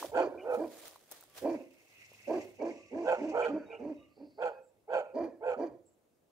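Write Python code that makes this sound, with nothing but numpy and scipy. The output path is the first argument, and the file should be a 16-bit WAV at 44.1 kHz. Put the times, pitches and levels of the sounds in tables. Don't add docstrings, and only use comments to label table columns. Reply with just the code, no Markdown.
import sys
import numpy as np
from scipy import signal
from scipy.io import wavfile
from scipy.ndimage import uniform_filter1d

SR = 44100
rng = np.random.default_rng(int(sys.argv[2]) if len(sys.argv) > 2 else 0)


def ratio_of_db(decibels):
    return 10 ** (np.asarray(decibels, float) / 20)


def inscribe(sig):
    pcm = np.round(np.clip(np.atleast_2d(sig).T, -1, 1) * 32767)
    wavfile.write(sys.argv[1], SR, pcm.astype(np.int16))


N = 278254
MOUTH_REST_HZ = 1470


def evened(x):
    return x / np.sqrt(np.mean(x ** 2) + 1e-20)


def read(points, hz):
    f, value = np.transpose(points)
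    return np.interp(np.log(hz + 1), np.log(f + 1), value)


def add(mix, start_s, sound):
    part = mix[:, max(round(start_s * SR), 0):][:, :sound.shape[1]]
    part += sound[:, :part.shape[1]]


def wander(size, hz):
    width = max(int(SR / hz / 3), 2)
    smooth = uniform_filter1d(rng.standard_normal(size), width)
    return evened(uniform_filter1d(smooth, width))


def sides(pan_db):
    return ratio_of_db([[pan_db / 2], [-pan_db / 2]])


def late_left(pair, delay_s):
    n = np.arange(pair.shape[1])
    return np.array([np.interp(n - delay_s * SR, n, pair[0]), pair[1]])


def resonate(x, hz, width_hz):
    turn = np.exp(2j * np.pi * np.cumsum(hz * np.ones(x.shape[-1])) / SR)
    r = np.exp(-np.pi * width_hz * 4 / 3 / SR)
    smooth = signal.lfilter([(1 - r) ** 3], np.poly([r, r, r]), x / turn)
    return 2 * (turn * smooth).real


def swells(rows):
    t = np.arange(0, N / SR + .01, .002)
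    total = 0
    for peak_s, db, rise_s, fall_s in rows:
        slope = np.maximum((peak_s - t) / rise_s, (t - peak_s) / fall_s)
        total = total + ratio_of_db(db - 20 * slope)
    return np.interp(np.arange(N) / SR, t, 20 * np.log10(total + 1e-9))


def hiss(colour, same, patchy_db):
    frames, hz = N // 128 + 5, np.fft.rfftfreq(512, 1 / SR)
    a, b, c, d, patches = rng.standard_normal((frames, 257, 5)).T
    patches = evened(uniform_filter1d(uniform_filter1d(patches, 8, 0), 16, 1))
    same = np.clip(read(same, hz), -1, 1)[:, None]
    left = a + 1j * b
    right = same * left + np.sqrt(1 - same ** 2) * (c + 1j * d)
    z = np.array([left, right]) * ratio_of_db(read(colour, hz)[:, None] + patchy_db * patches)
    return evened(signal.istft(z, nperseg=512, noverlap=384)[1][:, :N])


def still_air():
    # f/Hz, density/dB per Hz
    colour = [(18, -46), (30, -21.5), (97, -8.5), (192, -6), (353, -3.5), (516, -3.5), (926, -15),
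              (2090, -25), (2560, -26), (5620, -28), (6720, -26.5), (13000, -28)]
    # f/Hz, left-right likeness/-1..1
    likeness = [(60, 0.4), (240, 0.78), (950, 0.07), (3770, 0.33), (15000, 0.053)]
    return ratio_of_db(-73.5) * hiss(colour, likeness, patchy_db=1.4)


def breeze():
    # peak t/s, level/dB, rise/s, fall/s
    gusts = [
        (.2, -71, 1.1, 0.91),
        (.67, -64.5, 1.1, 0.17),
        (1.52, -62, 0.22, 0.19),
        (2.3, -74.5, 0.38, 2.7),
        (3.42, -63.5, 1.2, 1.32),
        (5.2, -65.5, 0.076, 0.58),
        (5.7, -66.5, 0.33, 0.2),
    ]
    band = signal.butter(3, [68, 150], "band", fs=SR, output="sos")
    a, b, c = signal.sosfilt(band, rng.standard_normal((3, N)))
    level_db = swells(gusts) + 3.5 * wander(N, 7)
    return ratio_of_db(level_db - 2) * evened(np.array([a + .6 * b, a + 1.1 * c])) * sides(-2)


def cloth():
    # peak t/s, level/dB, rise/s, fall/s
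    rubs = [(.03, -49.5, 0.58, 0.11), (.55, -64.5, 0.078, 0.064), (.72, -79.5, 0.047, 0.9),
            (.875, -57, 0.27, 0.05), (.93, -64.5, 0.45, 0.15), (1.12, -57.5, 0.025, 0.049),
            (1.17, -64.5, 0.1, 0.22), (1.382, -50, 0.018, 0.023), (1.36, -59.5, 0.028, 0.047),
            (1.42, -59.5, 0.042, 0.09), (1.9, -84.5, 0.083, 1), (2.5, -71, 3, 0.13)]
    # f/Hz, density/dB per Hz
    colour = [(180, -37.5), (300, -12.5), (509, -4), (756, -5), (821, -10.5), (2830, -13), (3340, -11),
              (3570, -12.5), (15500, -16.5)]
    likeness = [(300, .6), (1500, .5), (4000, .05), (15000, 0)]  # f/Hz, left-right likeness
    grain = ratio_of_db(2.1 * wander(N, 400) + 1.4 * wander(N, 31))
    rub = hiss(colour, likeness, patchy_db=1.2) * grain
    return ratio_of_db(swells(rubs) + 4.5) * evened(rub) * sides(-1.9)


def tract(puffs, modes, mouth):
    flutter_db, flutter_hz = 2.5, 27.8
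    out = 0
    for hz, width_hz, db, pan_db, same in modes:
        same = np.clip(same, 0, 1)
        pair = np.array([puffs[0], same * puffs[0] + np.sqrt(1 - same ** 2) * puffs[1]])
        pair = pair / np.std(pair, 1, keepdims=True)
        moved_hz = hz * mouth ** min(MOUTH_REST_HZ / hz, 1)
        gain = ratio_of_db(db + flutter_db * wander(pair.shape[1], flutter_hz)) * sides(pan_db)
        out = out + gain * evened(resonate(pair, moved_hz, width_hz))
    return evened(out)


def folds(t, hz, jitter, sag):
    arch = 1 - sag * (1 - signal.windows.tukey(len(t), .6))
    return np.cumsum(hz * arch * (1 + jitter * wander(len(t), 90))) / SR


def rasp(turns, count, leak):
    slams = np.floor(np.maximum.accumulate(turns / count + .1 * wander(len(turns), 50)))
    slams = evened(np.diff(slams, prepend=np.floor(slams[0])))
    puffs = (0.24 + np.exp(-(turns % 1) / 0.31)) * rng.standard_normal((2, len(turns)))
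    return (slams * [[1], [0]] + leak * evened(puffs)) * ratio_of_db(2.0 * wander(len(turns), 76))


def open_mouth(t):
    return np.minimum(t / 0.023, 1) ** 2 * np.minimum((t[-1] - t) / 0.034, 1)


def unroll(times, *stages):
    t = np.arange(0, times[-1], 1 / SR)
    return t, *(np.interp(t, times, stage) for stage in stages)


def ground(x, floor_hz, delay_s, db):
    bounce = np.zeros(round(delay_s * SR) + 1)
    bounce[[0, -1]] = 1, ratio_of_db(db)
    low = signal.butter(2, [90, floor_hz], "band", fs=SR, output="sos")
    high = signal.butter(5, floor_hz, "high", fs=SR, output="sos")
    chest = signal.sosfilt(low, x) * ratio_of_db(-11.5)
    return chest + signal.sosfilt(high, signal.lfilter(bounce, 1, x) / 1.133)


def deep_bark(start_s, length_s, effort_db, top_hz, hoarse_db, glide, octave_shape):
    tone_shape = (-28, -2, 1, -1, -22)
    rasp_shape = (-10, -2, -7, -8.5, -18)
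    bright_shape = (-34, -21, -21, -23, -30.5)
    # f/Hz, width/Hz, level/dB, left-right/dB, left-right likeness/0..1
    throat_modes = [(294.5, 42, 2.5, 2, .93), (480, 60, 5.5, -6.5, 0.97), (620, 170, 9, -5.5, 0.78),
                    (866, 140, 0, -10, 0.74), (1013, 160, -0.5, -3, 0.3)]
    mouth_modes = [(1350, 270, 2, -11.5, 0.79), (1610, 260, 10, -3.5, 0.077), (1907, 200, 1.5, -5, 0.26),
                   (2381, 100, -0.5, 1, 0.79), (3136, 400, -13, -1, 0.095), (4626, 520, 0, 2.5, 0.36),
                   (6100, 3400, -6.5, -2.5, 0.23), (10700, 5000, -14.5, 3, 0.11)]
    times = np.maximum.accumulate([0, .05, .55 * length_s, length_s - .04, length_s])
    t, pitch, tone_db, rasp_db, bright_db, octave_db = unroll(
        times, glide, tone_shape, rasp_shape, bright_shape, octave_shape)
    hz = top_hz * pitch
    tone_db = tone_db + effort_db
    rasp_db = rasp_db + effort_db + hoarse_db
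    bright_db = bright_db + effort_db + hoarse_db + 0.29 * (effort_db + 36.5)
    octave_db = octave_db + effort_db + 0.47 * hoarse_db

    turns = folds(t, hz, jitter=0.045, sag=.2)
    octave = np.cos(4 * np.pi * turns + 1) + ratio_of_db(-9.5) * np.cos(6 * np.pi * turns + 2)
    tone = ratio_of_db(tone_db + 2.4 * wander(len(t), 70)) * np.cos(2 * np.pi * turns)
    tone = tone + ratio_of_db(octave_db + 3.5 * wander(len(t), 60)) * octave
    tone = np.sqrt(2) * tone * sides(-2.3)

    drive = rasp(turns, count=2, leak=.55)
    jaw = 0.815 + 0.14 * signal.windows.tukey(len(t), .7)
    throat = (hz / 330) ** .5 * jaw
    hoarse = ratio_of_db(rasp_db - 1.5) * tract(drive, throat_modes, throat)
    bright = ratio_of_db(bright_db) * open_mouth(t) * tract(drive, mouth_modes, throat ** 0.084)
    return start_s, (tone + hoarse + bright) * signal.windows.tukey(len(t), .3)


def deep_dog():
    # t/s, length/s, effort/dB, top f/Hz, hoarseness/dB
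    sagging = [
        (0.0, 0.082, -45, 374.6, 5.2),
        (.135, 0.16, -37.5, 382.8, 10.6),
        (.3, 0.26, -53.5, 383, 7.8),
        (1.405, 0.18, -35.5, 339.8, 3.8),
        (2.26, 0.16, -35.5, 360.6, 5.2),
        (2.575, .17, -39.5, 349.3, 5.7),
        (5.125, 0.18, -37.5, 352.9, 4.8),
        (5.555, 0.15, -38, 349.1, 5.3),
    ]
    scooped = [
        (.555, .13, -38, 329.6, 3.5),
        (2.9, 0.18, -39.5, 333.9, 2.5),
        (3.16, 0.19, -37, 317.4, 0),
        (3.46, 0.16, -36, 309.4, -4.5),
        (3.78, 0.175, -40.5, 311, 0),
        (4.155, 0.14, -50.5, 293.8, -1.5),
    ]
    sag = (.84, .885, 1.005, .96, 0.76)
    scoop = (0.78, .9, 1.005, 1.01, .98)
    sag_octave_db = (-36.5, -2, -11.5, -15.5, -31)
    scoop_octave_db = (-20, -8.5, -8.5, -8.5, -30)
    out = np.zeros((2, N))
    for row in sagging:
        add(out, *deep_bark(*row, sag, sag_octave_db))
    for row in scooped:
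        add(out, *deep_bark(*row, scoop, scoop_octave_db))
    return ground(late_left(out, .00004), floor_hz=195, delay_s=0.00034, db=-7.5)


def ticks():
    # t/s, peak/dB, knock f/Hz, treble/dB
    knocks = [
        (0.027, -17.5, 980, -51.5),
        (0.049, -32.5, 1000, -28.5),
        (0.959, -35, 996, -39),
        (1.12, -39, 826, -0.5),
        (1.226, -43, 1350, -12),
        (1.238, -44.5, 770, -4),
        (1.375, -53.5, 920, 3),
        (2.117, -39.5, 517, -25),
        (2.134, -48.5, 980, -8.5),
    ]
    # t/s, peak/dB
    snaps = [(0.5372, -62), (0.5485, -51.5), (0.605, -55), (0.6567, -66), (0.88, -39.5), (1.114, -37.5),
             (1.1221, -40.5), (1.2095, -47.5), (1.299, -56), (1.4144, -62), (1.5443, -59)]
    out, t = np.zeros((2, N)), np.arange(700) / SR
    fabric = [(s, db - 35.5, 900, 37) for s, db in snaps]
    for start_s, db, hz, treble_db in [*knocks, *fabric]:
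        knock = np.sin(2 * np.pi * hz * t) * ratio_of_db(-60 * t / 0.01) * np.minimum(t / 0.0011, 1)
        snap = np.diff(rng.standard_normal((2, 701))) * ratio_of_db(treble_db - 60 * t / 0.0085)
        add(out, start_s, ratio_of_db(db) * (0.84 * knock + snap))
    return out


def high_bark(start_s, go_s, effort_db, top_hz, open_db, jaw_hz, hold_s, rasp_shape, teeth_shape):
    glide = (.95, .97, 1.01, .99, .95)
    # level/dB, at the same stages
    tone_shape = (-28, -10.5, -0.5, 0.5, -31.5)
    bright_shape = (-37, -15, -2.5, -0.5, -15)
    # f/Hz, width/Hz, level/dB, left-right/dB, left-right likeness/0..1
    throat_modes = [(480, 500, -9, -5, 0.97), (668, 240, 9, -3, 1), (816, 130, 7.5, -1.5, 0.7),
                    (980, 80, -2, -5, 1)]
    mouth_modes = [(1386.5, 73, 6, -5.5, 1), (1521, 130, 4, -8.5, 0.44), (1910, 110, -15, 1, .7)]
    teeth_modes = [(2517, 350, -8.5, -1, 0.34), (3200, 450, -8.5, -0.5, 0.066), (4540, 430, -23, 0, 0.077),
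                   (6150, 2200, -23.5, -2, 0.2), (7300, 1500, -19.5, -1.5, 0.14),
                   (11300, 4300, -33, -6.5, .1)]
    times = [0, .03, go_s - hold_s, go_s, go_s + .06]
    t, pitch, mouth_hz, teeth_db, tone_db, rasp_db, bright_db = unroll(
        times, glide, jaw_hz, teeth_shape, tone_shape, rasp_shape, bright_shape)
    tone_db = tone_db + effort_db
    rasp_db = rasp_db + effort_db + open_db + 8.5
    bright_db = bright_db + effort_db + open_db
    teeth_db = teeth_db - 11.5 + 0.98 * (open_db + 8.0)

    turns = folds(t, top_hz * pitch, jitter=.02, sag=.15)
    tone = np.cos(2 * np.pi * turns)
    tone = tone + ratio_of_db(-22) * np.cos(6 * np.pi * turns) + ratio_of_db(-29) * np.cos(10 * np.pi * turns)
    tone = np.sqrt(2) * tone * ratio_of_db(tone_db + 2.4 * wander(len(t), 70)) * sides(-5.5)

    drive = rasp(turns, count=3, leak=.5)
    jaw = mouth_hz / MOUTH_REST_HZ
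    jaw = jaw * (0.913 + 0.093 * signal.windows.tukey(len(t), .7))
    hoarse = ratio_of_db(rasp_db) * tract(drive, throat_modes, jaw ** 0.25)
    bright = tract(drive, mouth_modes, jaw) + ratio_of_db(teeth_db) * tract(drive, teeth_modes, jaw)
    bright = ratio_of_db(bright_db) * open_mouth(t) * bright
    return start_s, (tone + hoarse + bright) * signal.windows.tukey(len(t), .15)


def high_dog():
    # t/s, time to letting go/s, effort/dB, top f/Hz, open-mouth brightness/dB
    plain = [
        (.11, .1, -28.5, 522.3, -5.5),
        (3.025, .102, -28.5, 517.9, -6.5),
        (3.65, 0.1, -47, 457.6, -7.5),
        (4.37, 0.1, -32.5, 504.5, -6),
        (4.871, .112, -31.5, 525.3, -5.5),
        (5.4, 0.12, -31.5, 507.3, -8),
    ]
    drawn = [
        (.425, .125, -31.5, 497.8, -9),
    ]
    wide = [
        (3.305, .165, -32.5, 480, -3),
    ]
    jaw_hz = (1620, 1487, 1506, 1401, 1390)
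    drawn_jaw_hz = (1350, 1430, 1341, 1364, 1350)
    wide_jaw_hz = (1350, 1335, 1328, 1462, 1320)
    rasp_db = (-25, -9, -1, 0, -20)
    wide_rasp_db = (-21.5, -8, 0.5, -6.5, -27.5)
    teeth_db = (-12.5, -9.5, -2, -2, -8)
    drawn_teeth_db = (-20, -21, -14, -10, -19)
    wide_teeth_db = (-23, -20, -10.5, -5.5, -13)
    out = np.zeros((2, N))
    for row in plain:
        add(out, *high_bark(*row, jaw_hz, .04, rasp_db, teeth_db))
    for row in drawn:
        add(out, *high_bark(*row, drawn_jaw_hz, .055, rasp_db, drawn_teeth_db))
    for row in wide:
        add(out, *high_bark(*row, wide_jaw_hz, .12, wide_rasp_db, wide_teeth_db))
    return ground(late_left(out, 0.00016), floor_hz=383, delay_s=0.00046, db=-6.5)


def birds():
    # t/s, length/s, start f/Hz, blur/Hz, level/dB
    whistles = [(.372, 0.05, 2390, 210, -56.5), (.38, 0.074, 2930, 190, -66), (1.26, 0.12, 1160, 6, -75),
                (2.598, 0.024, 2260, 14, -56.5), (2.64, 0.32, 1165, 21, -76.5),
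                (3.54, 0.13, 4600, 9.8, -81), (3.65, 0.071, 3790, 22, -74.5), (3.69, 0.075, 2456, 220, -52),
                (3.415, 0.051, 2420, 260, -43.5), (3.42, 0.052, 2970, 350, -54),
                (3.715, 0.072, 2830, 210, -59.5), (3.935, 0.13, 3790, 67, -80.5),
                (3.96, 0.21, 1190, 25, -76), (4.05, 0.58, 4610, 700, -77.5), (3.97, 0.15, 2870, 17, -75.5)]
    chips = [
        (4.61, 0.11, 7980, 902, -80),
        (5.85, 0.053, 7970, 600, -72.5),
        (5.87, 0.091, 7840, 700, -83),
    ]
    lingering = [
        (.29, 0.18, 1460, 260, -66.5),
        (3.5, .19, 1520, 378, -62.5),
        (3.52, 0.25, 2400, 300, -71),
        (4.5, .13, 2540, 45, -72.5),
        (4.5, 0.11, 1614, 90, -69.5),
        (5.02, .12, 2540, 199, -70.5),
        (5.3, 0.069, 1750, 79, -76),
    ]
    out = np.zeros((2, N))
    for calls, drop in (whistles, .01), (chips, .07), (lingering, .01):
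        for start_s, length_s, hz, blur_hz, db in calls:
            size = round(length_s * SR)
            glide_hz = hz * (1 - drop * np.maximum(np.arange(-4000, size) / size, 0))
            note = resonate(rng.standard_normal(len(glide_hz)), glide_hz, blur_hz)
            note = evened(note[-size:]) * signal.windows.tukey(size, .6)
            add(out, start_s, ratio_of_db(db) * sides(-2.0) * note)
    return out


def panting():
    # peak t/s, level/dB, rise/s, fall/s
    strokes = [
        (1.54, -60.5, 0.26, 0.18),
        (2.03, -60, 0.32, 0.43),
        (2.17, -77, 0.61, 0.67),
        (2.42, -56, 0.33, 0.085),
        (2.68, -58, 0.14, 0.21),
        (3.11, -62, 0.24, 0.52),
        (3.3, -59, 0.87, 0.32),
        (3.48, -84.5, 0.15, 4),
        (3.94, -71.5, 0.76, 0.32),
    ]
    # f/Hz, width/Hz, level/dB, left-right/dB, left-right likeness/0..1
    mouth_modes = [(2414, 330, 0.013, -1.2, 0.71), (2830, 390, 0.021, -1.5, 0.36)]
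    teeth_modes = [(4700, 1500, -4, 2, 0.24), (6200, 2900, 12.5, 2.3, 0.33), (7470, 650, -6, 0.87, 0.44)]
    # t/s, f/Hz, level/dB
    chest = [
        (1.9, 101.5, -83),
        (2.028, 110.4, -76),
        (2.43, 102, -67),
        (2.917, 105, -81),
        (2.944, 99, -64.5),
        (3.051, 115, -76.5),
    ]
    t, rush_db = np.arange(N) / SR, swells(strokes)
    teeth_db = -68.5 + 1.3 * (rush_db + 60.5)
    air = rng.standard_normal((2, N)) * ratio_of_db(0.71 * wander(N, 150) + 0.65 * wander(N, 3.7))
    rush = ratio_of_db(rush_db) * tract(air, mouth_modes, 0.85)
    teeth = ratio_of_db(teeth_db) * tract(air, teeth_modes, 0.81)
    s, hz, db = np.transpose(chest)
    turns = np.cumsum(np.interp(t, s, hz) * (1 + 0.0066 * wander(N, 29))) / SR
    hum = np.sin(2 * np.pi * turns) + ratio_of_db(-8.0) * np.sin(4 * np.pi * turns)
    hum = ratio_of_db(np.interp(t, s, db + 2, -120, -120)) * hum * sides(-3)
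    return late_left(rush + teeth, .00017) + hum


def valley(x, sent, tail_db):
    # f/Hz, t60/s
    slopes = [(150, 0.58), (400, 0.64), (900, 0.44), (2000, 0.18), (6000, 0.32)]
    # t/s, level/dB
    terraces = [
        (.04, -14.5),
        (0.099, -22),
        (0.148, -31.5),
        (.27, -43),
    ]
    taps = np.zeros((2, SR))
    at = np.arange(900, SR - 20, 20) + rng.integers(0, 20, (2, (SR - 901) // 20))
    np.put_along_axis(taps, at, rng.choice([-1., 1.], at.shape), 1)
    taps[1] = 0.54 * taps[0] + 0.82 * taps[1]
    hz, t, z = signal.stft(taps, SR, nperseg=256)
    decay = ratio_of_db(-60 * t / read(slopes, hz)[:, None])
    tail = signal.istft(z * decay, SR, nperseg=256)[1]
    tail = ratio_of_db(tail_db) * tail / np.linalg.norm(tail[0])
    for s, db in terraces:
        scatter = rng.standard_normal((2, 1200)) * np.hanning(1200)
        add(tail, s, ratio_of_db(db) * (scatter + scatter[::-1]) / np.linalg.norm(scatter))
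    tail = signal.lfilter(*signal.butter(1, 9000, fs=SR), tail)
    drift = np.arange(N) + 26 * wander(N, 14)
    blurred = np.array([np.interp(drift, np.arange(N), side) for side in sent])
    return x + signal.fftconvolve(blurred, tail, axes=1)[:, :N]


def scene():
    high = high_dog()
    far = deep_dog() + birds()
    near = panting() + cloth() + ticks() + breeze()
    return valley(high + far, ratio_of_db(-2) * high + far, tail_db=-19.5) + near + still_air()


def top_cut(x):
    return signal.sosfilt(signal.butter(12, 16530, fs=SR, output="sos"), x)


def record(dry):
    low_cut = signal.butter(1, 30, "high", fs=SR, output="sos")
    high_cut = signal.ellip(8, .5, 40, 15700, fs=SR, output="sos")
    mix = signal.sosfilt(np.vstack([low_cut, high_cut]), dry)
    return top_cut(mix)


dry = scene()
out = record(dry)
inscribe(out)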